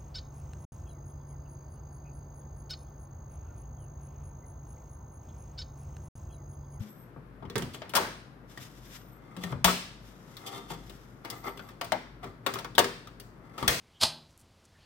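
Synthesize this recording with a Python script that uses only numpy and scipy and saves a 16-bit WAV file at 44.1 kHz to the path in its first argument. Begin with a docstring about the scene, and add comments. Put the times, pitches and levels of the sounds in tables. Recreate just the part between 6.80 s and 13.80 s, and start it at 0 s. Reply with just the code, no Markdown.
"""Hand nibbler shears bite through thin sheet steel, held in a glove above a desk in a small office.
Each squeeze grinds the blade along the cut by stick-slip friction until the steel fractures and the
sheet rings in its bending modes. In between, the linkage ticks and the tool knocks against the sheet.
Glove and sleeve rustle as the sheet is turned over. About every two seconds a faint, very high
whistle glides above a low room rumble."""
import sys
import numpy as np
from scipy import signal
from scipy.fft import rfft, irfft
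from scipy.io import wavfile
from scipy.ndimage import uniform_filter1d

SR = 44100
rng = np.random.default_rng(int(sys.argv[2]) if len(sys.argv) > 2 else 0)


def persist_wave(psi):
    """Save psi, clipped to +-1, as 16-bit WAV."""
    counts = np.round(np.clip(psi, -1, 1) * 32767).astype(np.int16)
    wavfile.write(sys.argv[1], SR, np.atleast_2d(counts).T)


N = 308700


def from_db(db):
    """Amplitude ratio of a level in decibels."""
    return np.exp(np.asarray(db) * (np.log(10) / 20))


def unit_rms(x):
    """Normalisation to unit mean power."""
    return x / np.sqrt(np.mean(x ** 2) + 1e-20)


def unit_energy(x):
    """Normalisation of each channel to the energy of a unit impulse."""
    return x / np.sqrt(np.sum(x ** 2, axis=-1, keepdims=True) + 1e-20)


def at_hz(points, hz):
    """Interpolation on a logarithmic frequency axis."""
    points = np.array(points)
    return np.interp(np.log(np.maximum(hz, 1)), np.log(points[:, 0]), points[:, 1])


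def add(out, s, sound):
    """Superposition of a sound starting at s seconds."""
    start = max(round(s * SR), 0)
    out[..., start:start + sound.shape[-1]] += sound[..., :N - start]


def convolve(x, response):
    """Convolution with an impulse response, cut to the input's length."""
    return signal.fftconvolve(np.atleast_2d(x), np.atleast_2d(response), axes=-1)[:, :x.shape[-1]]


def colour(x, spectrum, size=4096):
    """Minimum-phase filtering: folding the cepstrum makes the response causal."""
    cepstrum = irfft(np.log(from_db(at_hz(spectrum, np.arange(size // 2 + 1) * SR / size))))
    cepstrum[1:size // 2] *= 2
    cepstrum[size // 2 + 1:] = 0
    return convolve(x, irfft(np.exp(rfft(cepstrum))))


def resonate(x, hz, boost_db, quality):
    """A second-order resonance lifts one band."""
    peak = signal.iirpeak(min(hz, .4 * SR), max(quality, 1), fs=SR)
    return x + (from_db(boost_db) - 1) * signal.lfilter(*peak, x)


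def from_left(x, delay_s=.00007):
    """Interaural time difference: sound from the left reaches the right ear later."""
    n = np.arange(len(x))
    return np.array([x, np.interp(n - round(delay_s * SR), n, x, left=0)])


def panned(x, pan_db):
    """Interaural level difference, left minus right."""
    return x * from_db([[pan_db / 2], [-pan_db / 2]])


def slips(size, per_s, spread_db):
    """Stick-slip as a Poisson process: impulses of uneven size at random times."""
    slipping = rng.random(size) < per_s / SR
    return slipping * rng.standard_normal(size) * from_db(spread_db * rng.standard_normal(size))


def flicker(spread_db, window):
    """Log-normal amplitude modulation, smoothed over a window of samples."""
    return from_db(spread_db * unit_rms(uniform_filter1d(rng.standard_normal(N), size=window)))


def swells(strokes, swing_db=20):
    """Exponential envelopes: a stroke climbs swing_db in its rise time and sinks as much in its fall."""
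    t = np.arange(N) / SR
    coarse = t[::32]
    gain = sum(from_db(db - swing_db * np.maximum((s - coarse) / rise_s, (coarse - s) / fall_s))
               for s, db, rise_s, fall_s in strokes)
    return np.interp(t, coarse, gain + 1e-18)


def damped_tones(rows, rise_s):
    """Free vibration: each row is one mode that builds up and decays exponentially."""
    t, out = np.arange(SR) / SR, np.zeros(N)
    onset = 1 - np.exp(-t / rise_s)
    for s, db, hz, t60 in rows:
        add(out, s, from_db(db - 60 * t / t60) * np.sin(2 * np.pi * hz * t) * onset)
    return out


# coherence between the ears: f/Hz, coherence (0-1)
COHERENCE = [(50, 1), (200, .9), (500, 0.7), (1200, 0), (3000, 0), (16000, 0.02)]

def diffuse_noise(size):
    """A diffuse field is coherent at the two ears only at long wavelengths."""
    mid, side = rfft(rng.standard_normal((2, size)))
    alike = at_hz(COHERENCE, np.arange(len(mid)) * SR / size)
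    return irfft(np.sqrt(1 + alike) * mid + np.sqrt(1 - alike) * side * [[1], [-1]], size)


def dense_ring(t60s, size, bands=8):
    """Modal overlap: countless modes merge into noise whose bands decay at their own rates."""
    t, noise = np.arange(size) / SR, rfft(diffuse_noise(size))
    centres = np.geomspace(100, 16000, bands)
    place = np.interp(np.log(np.arange(size // 2 + 1) * SR / size + 1), np.log(centres), np.arange(bands))
    out = np.zeros((2, size))
    for k, hz in enumerate(centres):
        band = irfft(noise * np.maximum(1 - abs(place - k), 0), size)
        out += band * unit_energy(from_db(-60 * t / at_hz(t60s, hz)))
    return out


# spectral density of the room rumble: f/Hz, relative level/dB
RUMBLE_SPECTRUM = [(15, -39), (25, -1), (59, -16), (130, 1), (242, -2.5), (309, -4.5), (560, -10.5),
                   (775, -14.5), (1370, -14), (2550, -27.5), (2910, -31.5), (7310, -45), (10100, -44.5),
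                   (12500, -39.5), (16000, -53.5)]
# office hums: f/Hz, bandwidth/Hz, level/dB
HUM_BANDS = [(49, 2.4, -58.5), (120.4, 17, -58)]

def background(rumble_db=-53):
    """Stationary noise: a broadband rumble with two narrowband hums."""
    out = from_db(rumble_db) * unit_rms(colour(diffuse_noise(N), RUMBLE_SPECTRUM))
    for hz, width, db in HUM_BANDS:
        band = signal.butter(2, [hz - width / 2, hz + width / 2], "band", fs=SR, output="sos")
        out += from_db(db) * unit_rms(signal.sosfilt(band, diffuse_noise(N)))
    return panned(out, pan_db=4.5)


# reverberation time of the office: f/Hz, T60/s
ROOM_DECAY = [(100, 0.93), (500, 0.28), (1500, 0.57), (4000, 0.62), (8000, 0.48), (16000, 0.33)]
# spectrum of the room's return: f/Hz, gain/dB
ROOM_SPECTRUM = [(100, 0.5), (500, -6), (1500, -7), (4000, -9), (7000, -9.5), (10000, -11), (16000, -6.5)]
# colour of every contact with the steel, direct or reflected: f/Hz, gain/dB
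STEEL_SPECTRUM = [(40, -16), (110, -2.5), (270, -1), (390, -2.5), (590, -3), (780, -5.5), (1000, -3),
                  (1250, -4.5), (2400, -4), (3300, -3), (5200, 0), (7000, -4), (8800, -0.5), (10200, -6.5),
                  (14000, -5.5)]

def office(directions, build_up_s=0.012, size=30870):
    """Reverberation: along each direction's own path, reflections build up, then decay band by band."""
    build_up = 1 - np.exp(-np.arange(size) / SR / build_up_s)
    out = np.zeros((2, N))
    for sound in directions:
        tail = colour(dense_ring(ROOM_DECAY, size) * build_up, ROOM_SPECTRUM)
        out += convolve(sound, colour(tail, STEEL_SPECTRUM))
    return panned(out, pan_db=1.5)


# faint, very high gliding whistles, one list per whistle: t/s, f/Hz, level/dB
THIN_WHISTLES = [
    [(0.02, 12300, -68), (0.086, 12800, -75), (0.104, 12650, -59), (0.178, 12700, -65),
     (0.198, 13200, -64.5), (0.31, 12400, -81)],
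    [(2.07, 13300, -69), (2.132, 12600, -63), (2.208, 12900, -69), (2.256, 14800, -66), (2.316, 13800, -73),
     (2.34, 12700, -67), (2.4, 12900, -83)],
    [(4.56, 14400, -64), (4.666, 14000, -59), (4.684, 13900, -60), (4.75, 12600, -65), (4.802, 12100, -64),
     (4.92, 12400, -77)],
]

def whistles(gain_db=2.0, width_hz=170, lower_ratio=.63, lower_db=-12):
    """Frequency and amplitude modulation: a thin, broken whistle glides over a weaker, lower tone."""
    t, out = np.arange(N) / SR, np.zeros((2, N))
    lowpass = signal.butter(2, width_hz, fs=SR, output="sos")
    # slow noise on both quadratures widens each tone into a narrow band
    unsteady = unit_rms(signal.sosfilt(lowpass, rng.standard_normal((2, 2, N))))
    flutter = unit_rms(flicker(spread_db=3.0, window=900))
    for glide in THIN_WHISTLES:
        s, hz, db = np.transpose(glide)
        now = (t >= s[0]) & (t <= s[-1])
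        phase = 2 * np.pi * np.cumsum(np.interp(t[now], s, hz)) / SR
        whistle = np.exp(1j * phase) + from_db(lower_db) * np.exp(1j * lower_ratio * phase)
        gain = np.interp(t[now], s, from_db(db + gain_db)) * flutter[now]
        out[:, now] += gain * (unsteady[0][:, now] * whistle.real + unsteady[1][:, now] * whistle.imag)
    return panned(out, pan_db=-1.0)


# spectrum of rubbing cloth: f/Hz, relative level/dB
CLOTH_SPECTRUM = [(530, -27), (900, -6.5), (1920, -2), (2500, -5.5), (3550, -2), (4460, -9.5), (5100, -3),
                  (10600, -14.5), (13000, -8.5), (16000, -22)]
# glove and sleeve brush over the sheet: peak t/s, level/dB, rise/s, fall/s
CLOTH_STROKES = [(0.005, -59, 0.043, 0.24), (1.7, -58.5, 0.026, 0.11), (1.83, -51, 0.074, 0.13),
                 (2.168, -51, 0.23, 0.035), (2.21, -63, .2, 0.21), (3.25, -60.5, 0.055, 0.33),
                 (3.58, -61, 0.26, 0.6), (4.05, -62.5, 0.13, 0.58)]

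def rustle(gain_db=1.0):
    """Friction noise: cloth fibres catch and brush past each other in a fine, uneven hiss."""
    fibres = diffuse_noise(N) + .8 * unit_rms(from_left(slips(N, per_s=2000, spread_db=3)))
    envelope = from_db(gain_db) * swells(CLOTH_STROKES) * flicker(spread_db=1.73, window=1000)
    return panned(envelope * unit_rms(colour(fibres, CLOTH_SPECTRUM)), pan_db=4.0)


# the whole sheet flexes or is jolted: t/s, level/dB, f/Hz, T60/s
SHEET_FLEXES = [(.002, -36.5, 212, 0.39), (.002, -15.5, 106, 0.05), (0.758, -29.5, 124, 0.23),
                (0.824, -27.5, 150, 0.13), (2.567, -36, 180.3, 0.38), (2.638, -31.5, 173.8, 0.39),
                (2.714, -24.5, 128, 0.1), (2.845, -22, 181, 0.37), (2.843, -22, 63, 0.12),
                (3.906, -32.5, 166, 0.15), (6.877, -18.5, 62, 0.061), (6.881, -28, 129, 0.11)]

def flexes():
    """Low-order bending: the whole sheet wobbles with a soft onset."""
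    return panned(from_left(damped_tones(SHEET_FLEXES, rise_s=0.0072)), pan_db=5.5)


# small steel parts of the tool ring: t/s, level/dB, f/Hz, T60/s
TOOL_PINGS = [(1.153, -51, 9350, .7), (1.775, -34, 1900, .03), (2.844, -27, 3450, .26),
              (3.735, -48, 3620, .45), (5.982, -29, 3550, .13)]

def pings():
    """Natural frequencies: the tool's spring and links each ring at one pitch."""
    return panned(from_left(damped_tones(TOOL_PINGS, rise_s=0.00086)), pan_db=6.5)


# strong bending modes of the held sheet: f/Hz, level/dB, T60/s
BENDING_MODES = [(190, -7, 0.067), (247.4, -11, 0.62), (330.3, -16.5, 0.43), (391.8, -4.5, 0.28),
                 (480, -10, 0.35), (700, -9, 0.086), (725, -26.5, 0.05), (920, -5.5, 0.13),
                 (1144.6, -5.5, 0.063), (1242, -8.5, 0.069), (1317, -9, 0.054), (1607, -9.5, .16),
                 (1837, -6.5, 0.13), (2113, -10, .18), (2520, -25, .18), (3410, -2.5, 0.063),
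                 (3740, -7, 0.062), (3450, -11.5, 0.074)]

def sheet_modes(size, spread_db):
    """Modal superposition: strengths and signs, drawn at random, differ at each place along the cut."""
    t = np.arange(size) / SR
    hz, db, t60 = np.transpose(BENDING_MODES)[:, :, None]
    gain = from_db(db + spread_db * rng.standard_normal(hz.shape)) * rng.choice([-1, 1], hz.shape)
    modes = unit_energy(np.sin(2 * np.pi * hz * t) * from_db(-60 * t / t60))
    return np.sum(gain * modes, axis=0)


# ring time of the sheet's dense modes: f/Hz, T60/s
SHEET_DECAY = [(100, 0.33), (400, 0.15), (1000, 0.14), (3000, 0.086), (8000, 0.033), (16000, 0.067)]
# spectra of the sheet's growl and the edge's hiss: f/Hz, relative level/dB
GROWL_SPECTRUM = [(100, -52.5), (200, -8), (390, -1.5), (560, -3), (780, 4.5), (1000, -2), (1250, 3.5),
                  (1500, -14.5), (2000, -2.5), (3000, -33.5), (6000, -25.5), (16000, -64)]
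HISS_SPECTRUM = [(100, -21), (1200, -8), (3200, 6), (6000, 0), (8500, 1.5), (10500, -9), (13000, -3.5),
                 (16000, -20)]
# the blade is pushed ever harder, then gives: peak t/s, level/dB, rise/s, fall/s
BLADE_PUSHES = [(2.73, -37.5, 0.32, 0.012), (3.754, -34, 0.21, 0.13), (3.91, -34.5, 0.014, 0.097),
                (4.45, -35.5, 0.0086, 0.052), (4.534, -37, 0.069, 0.076), (4.642, -39, .01, .06),
                (4.678, -27, 0.041, 0.041), (4.9, -45, 0.14, 0.072), (5.432, -35.5, 0.0136, 0.086),
                (5.68, -33.5, 0.029, 0.1), (5.846, -44, 0.0047, 0.036), (6.865, -39, 0.25, .03)]
# the jaw slides over the cut edge: peak t/s, level/dB, rise/s, fall/s
JAW_SCRAPES = [(0.95, -39.5, 0.043, 0.032), (2.635, -41.5, 0.038, 0.071), (3.668, -33.5, 0.0065, 0.057),
               (3.754, -45, 0.05, 0.089), (3.906, -36.5, 0.017, 0.052), (4.504, -53, .01, 0.02),
               (4.788, -63, 0.04, 0.45), (5.748, -72, 0.023, 0.073), (6.78, -45.5, 0.0046, .2)]
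JAW_HZ, JAW_BOOST_DB, JAW_Q = 3200, 4, 7.3   # clank of the cutting jaws

def grinding(gain_db=-6.0, modes_db=-6, push_hiss_db=-13.5, size=11025):
    """Forced vibration: the blade sticks and slips, so the sheet's modes growl and the edge hisses."""
    force = slips(N, per_s=1200, spread_db=3)
    push = swells(BLADE_PUSHES)
    scrape = from_left(force) + 2.5 * convolve(force, dense_ring(SHEET_DECAY, size))
    modes = from_db(modes_db) * convolve(force, from_left(sheet_modes(size, spread_db=2)))
    growl = push * unit_rms(colour(scrape + modes, GROWL_SPECTRUM))
    sliding = swells(JAW_SCRAPES) + from_db(push_hiss_db) * push
    hiss = sliding * unit_rms(resonate(colour(scrape, HISS_SPECTRUM), JAW_HZ, JAW_BOOST_DB, JAW_Q))
    return from_db(gain_db) * panned(growl + hiss, pan_db=2.0)


def crunch(length_ms, size, crack=0.77):
    """Impulsive force: a crack, then fading tiny tears; the shorter it is, the more the crack dominates."""
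    length_ms = max(length_ms, .5)
    fade = np.exp(-np.arange(size) / SR * 1000 / length_ms)
    force = unit_energy(slips(size, per_s=9000, spread_db=4) * fade)
    force[0] += crack / np.sqrt(length_ms)
    return unit_energy(force)


def contact_tone(bass_db, edge_db, treble_db, treble_share=0.36):
    """Contact as a low-pass filter: the softer it is, the more treble it loses, from the top down."""
    return [(160, bass_db), (600, 0), (1300, 0.0057),
            (3000, edge_db + treble_share * treble_db), (11000, treble_db)]


DIRECTIONS = 4   # paths from the sheet into the room

def contact(db, tone, main_hz, crunch_ms, room_db, pan_db=4.5,
            direct_db=-7.5, dense_db=-3.5, modes_db=-17.5, size=11025):
    """Impact response of the sheet: returns the near sound and the sound radiated into the room."""
    # every part of the sheet is shaken by its own version of the force
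    forces = np.array([crunch(crunch_ms, size) for _ in range(DIRECTIONS)])
    sound = from_db(direct_db) * from_left(forces[0])
    sound += from_db(dense_db) * convolve(forces[1], dense_ring(SHEET_DECAY, size))
    sound += from_db(modes_db) * convolve(forces[2], from_left(sheet_modes(size, spread_db=1.0)))
    near = from_db(db) * resonate(colour(sound, tone), main_hz, boost_db=10.5, quality=10.4)
    radiated = from_db(db + room_db) * colour(forces, tone) / np.sqrt(DIRECTIONS)
    return panned(near, pan_db), radiated


# tool and hand hit the sheet: t/s, level/dB, bass/dB, treble/dB, resonance f/Hz, left-right/dB
SHEET_KNOCKS = [(0.362, -8, 13, -84, 500, 6), (0.625, -5.5, 1.5, -49, 890, 7),
                (0.652, -8.5, 15, -36.5, 550, 5), (0.7564, 13.5, 2.5, -22, 417, -8),
                (0.78, 1.5, -11, -8.5, 340, 0), (0.8223, 2, 5, -18.5, 347, -7),
                (2.566, -5.5, 10, -19.5, 514, 6), (2.637, 2, 11, -17.5, 1960, 4.5),
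                (2.725, 2.5, 16.5, -40, 575, 6.5), (3.902, 0.5, 8, -38, 810, 3),
                (5.442, -3, 5, -23, 388, 1), (6.827, 6, 7.5, -23.5, 1180, 4)]

def knocks(edge_db=-1.5, crunch_ms=2.5, room_db=1):
    """Soft impacts excite little treble, so they sound dull."""
    for s, db, bass_db, treble_db, hz, pan_db in SHEET_KNOCKS:
        yield s, contact(db, contact_tone(bass_db, edge_db, treble_db), hz, crunch_ms, room_db, pan_db)


# the linkage ticks: t/s, level/dB, treble/dB, resonance f/Hz
LINKAGE_TICKS = [(0.699, -5, -20.5, 457), (0.945, -6.5, -17, 1150), (1.094, -15.5, -2.5, 3030),
                 (1.775, -9.5, -15, 1780), (3.568, -16.5, -3, 4070), (4.096, -14, -8.5, 690),
                 (4.501, -11, 2.5, 5300), (4.774, -10.5, -16.5, 385), (4.888, -14, -17, 1200),
                 (5.045, -19, 2.5, 744), (5.738, -1, -8, 1240), (5.951, -10, -10, 3700),
                 (6.272, -12, -17, 1280), (6.399, -17, -0.5, 380)]

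def ticks(bass_db=8.5, edge_db=3, crunch_ms=3.15, room_db=1.5):
    """Light, hard impacts in the linkage keep more treble, so they sound bright."""
    for s, db, treble_db, hz in LINKAGE_TICKS:
        yield s, contact(db, contact_tone(bass_db, edge_db, treble_db), hz, crunch_ms, room_db)


# the steel cracks under the blade: t/s, level/dB, treble/dB, resonance f/Hz, crunch/ms, room gain/dB
STEEL_SNAPS = [(1.019, 2.5, -36, 630, 0.34, 4.5), (1.137, 7, -24.5, 1420, 3.4, 9),
               (1.152, 15.5, -9, 1410, 8.4, -5), (1.165, 14, -11, 950, 5.2, 2.5),
               (1.185, 9.5, -31, 983, 2.8, 11.5), (2.8438, 20.5, -10, 874, 5.4, 5.5),
               (2.88, 13.5, -53, 1310, 5, -22.5), (4.449, -1, -20.5, 900, 3, 3.5),
               (4.681, 2, -33.5, 1280, 0.75, -4), (4.793, -4, -29, 1390, 2.6, -11),
               (5.012, 7, -20.5, 680, 3, 2.5), (5.12, 16.5, -27, 790, 2.45, -1),
               (5.431, -5, -29, 710, 6.8, -11), (5.6634, 12.5, -17.5, 1125, 4, 0.5),
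               (5.756, 4.5, -31.5, 1270, .5, -1), (5.787, 2, -17.5, 714, 5, -3),
               (5.846, 4.5, -25.5, 2170, 1, -4.5), (5.9803, 23, -18.5, 804, 2.6, -0.5),
               (5.991, 16.5, -9, 1170, 1.2, -5.5), (6.043, 8, -19.5, 387, 4.4, -15),
               (6.779, 1, -22.5, 1260, 5.2, 10.5), (6.8784, 17, -8.5, 1730, 2.6, 7)]

def snaps(bass_db=-13.5, edge_db=0.5, bass_per_db=0.19):
    """Fracture excites the sheet: a harder snap bends more of it and sounds deeper."""
    for s, db, treble_db, hz, crunch_ms, room_db in STEEL_SNAPS:
        tone = contact_tone(bass_db + bass_per_db * db, edge_db, treble_db)
        yield s, contact(db, tone, hz, crunch_ms, room_db)


def shears():
    """Source and filter: snaps, ticks and knocks all ring through the same sheet and jaws."""
    near, radiated = np.zeros((2, N)), np.zeros((DIRECTIONS, N))
    for s, (close, far) in [*snaps(), *ticks(), *knocks()]:
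        add(near, s, close)
        add(radiated, s, far)
    return resonate(colour(near, STEEL_SPECTRUM), JAW_HZ, JAW_BOOST_DB, JAW_Q), radiated


# the microphone's housing favours one side or the other: f/Hz, left-right/dB
HOUSING_SHADOW = [(150, 0.5), (500, 1.5), (1000, 2), (2000, 3), (4000, -1.5), (8000, -1), (13000, 10.5)]

def shaded(x):
    """Acoustic shadowing: near sounds reach the two microphone ports with different spectra."""
    return np.vstack([colour(ear, [(hz, side * db / 2) for hz, db in HOUSING_SHADOW])
                      for ear, side in zip(x, (1, -1))])


def scene(grind_room_db=-7):
    """Direct and reverberant fields add: tool and sheet close by, the office around them."""
    near, radiated = shears()
    grind = grinding()
    room = office(radiated + from_db(grind_room_db) * grind[0])
    return shaded(near + grind) + flexes() + pings() + rustle() + whistles() + room + background()


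def record(dry, low_hz=36, high_hz=16200, ceiling=.95):
    """Band limiting and saturation: the microphone drops deep bass, rounds peaks and cuts the top."""
    heard = signal.sosfilt(signal.butter(3, low_hz, "high", fs=SR, output="sos"), dry)
    rounded = ceiling * np.tanh(heard / ceiling)
    return signal.sosfilt(signal.ellip(10, .1, 80, high_hz, fs=SR, output="sos"), rounded)


dry = scene()
out = record(dry)
persist_wave(out)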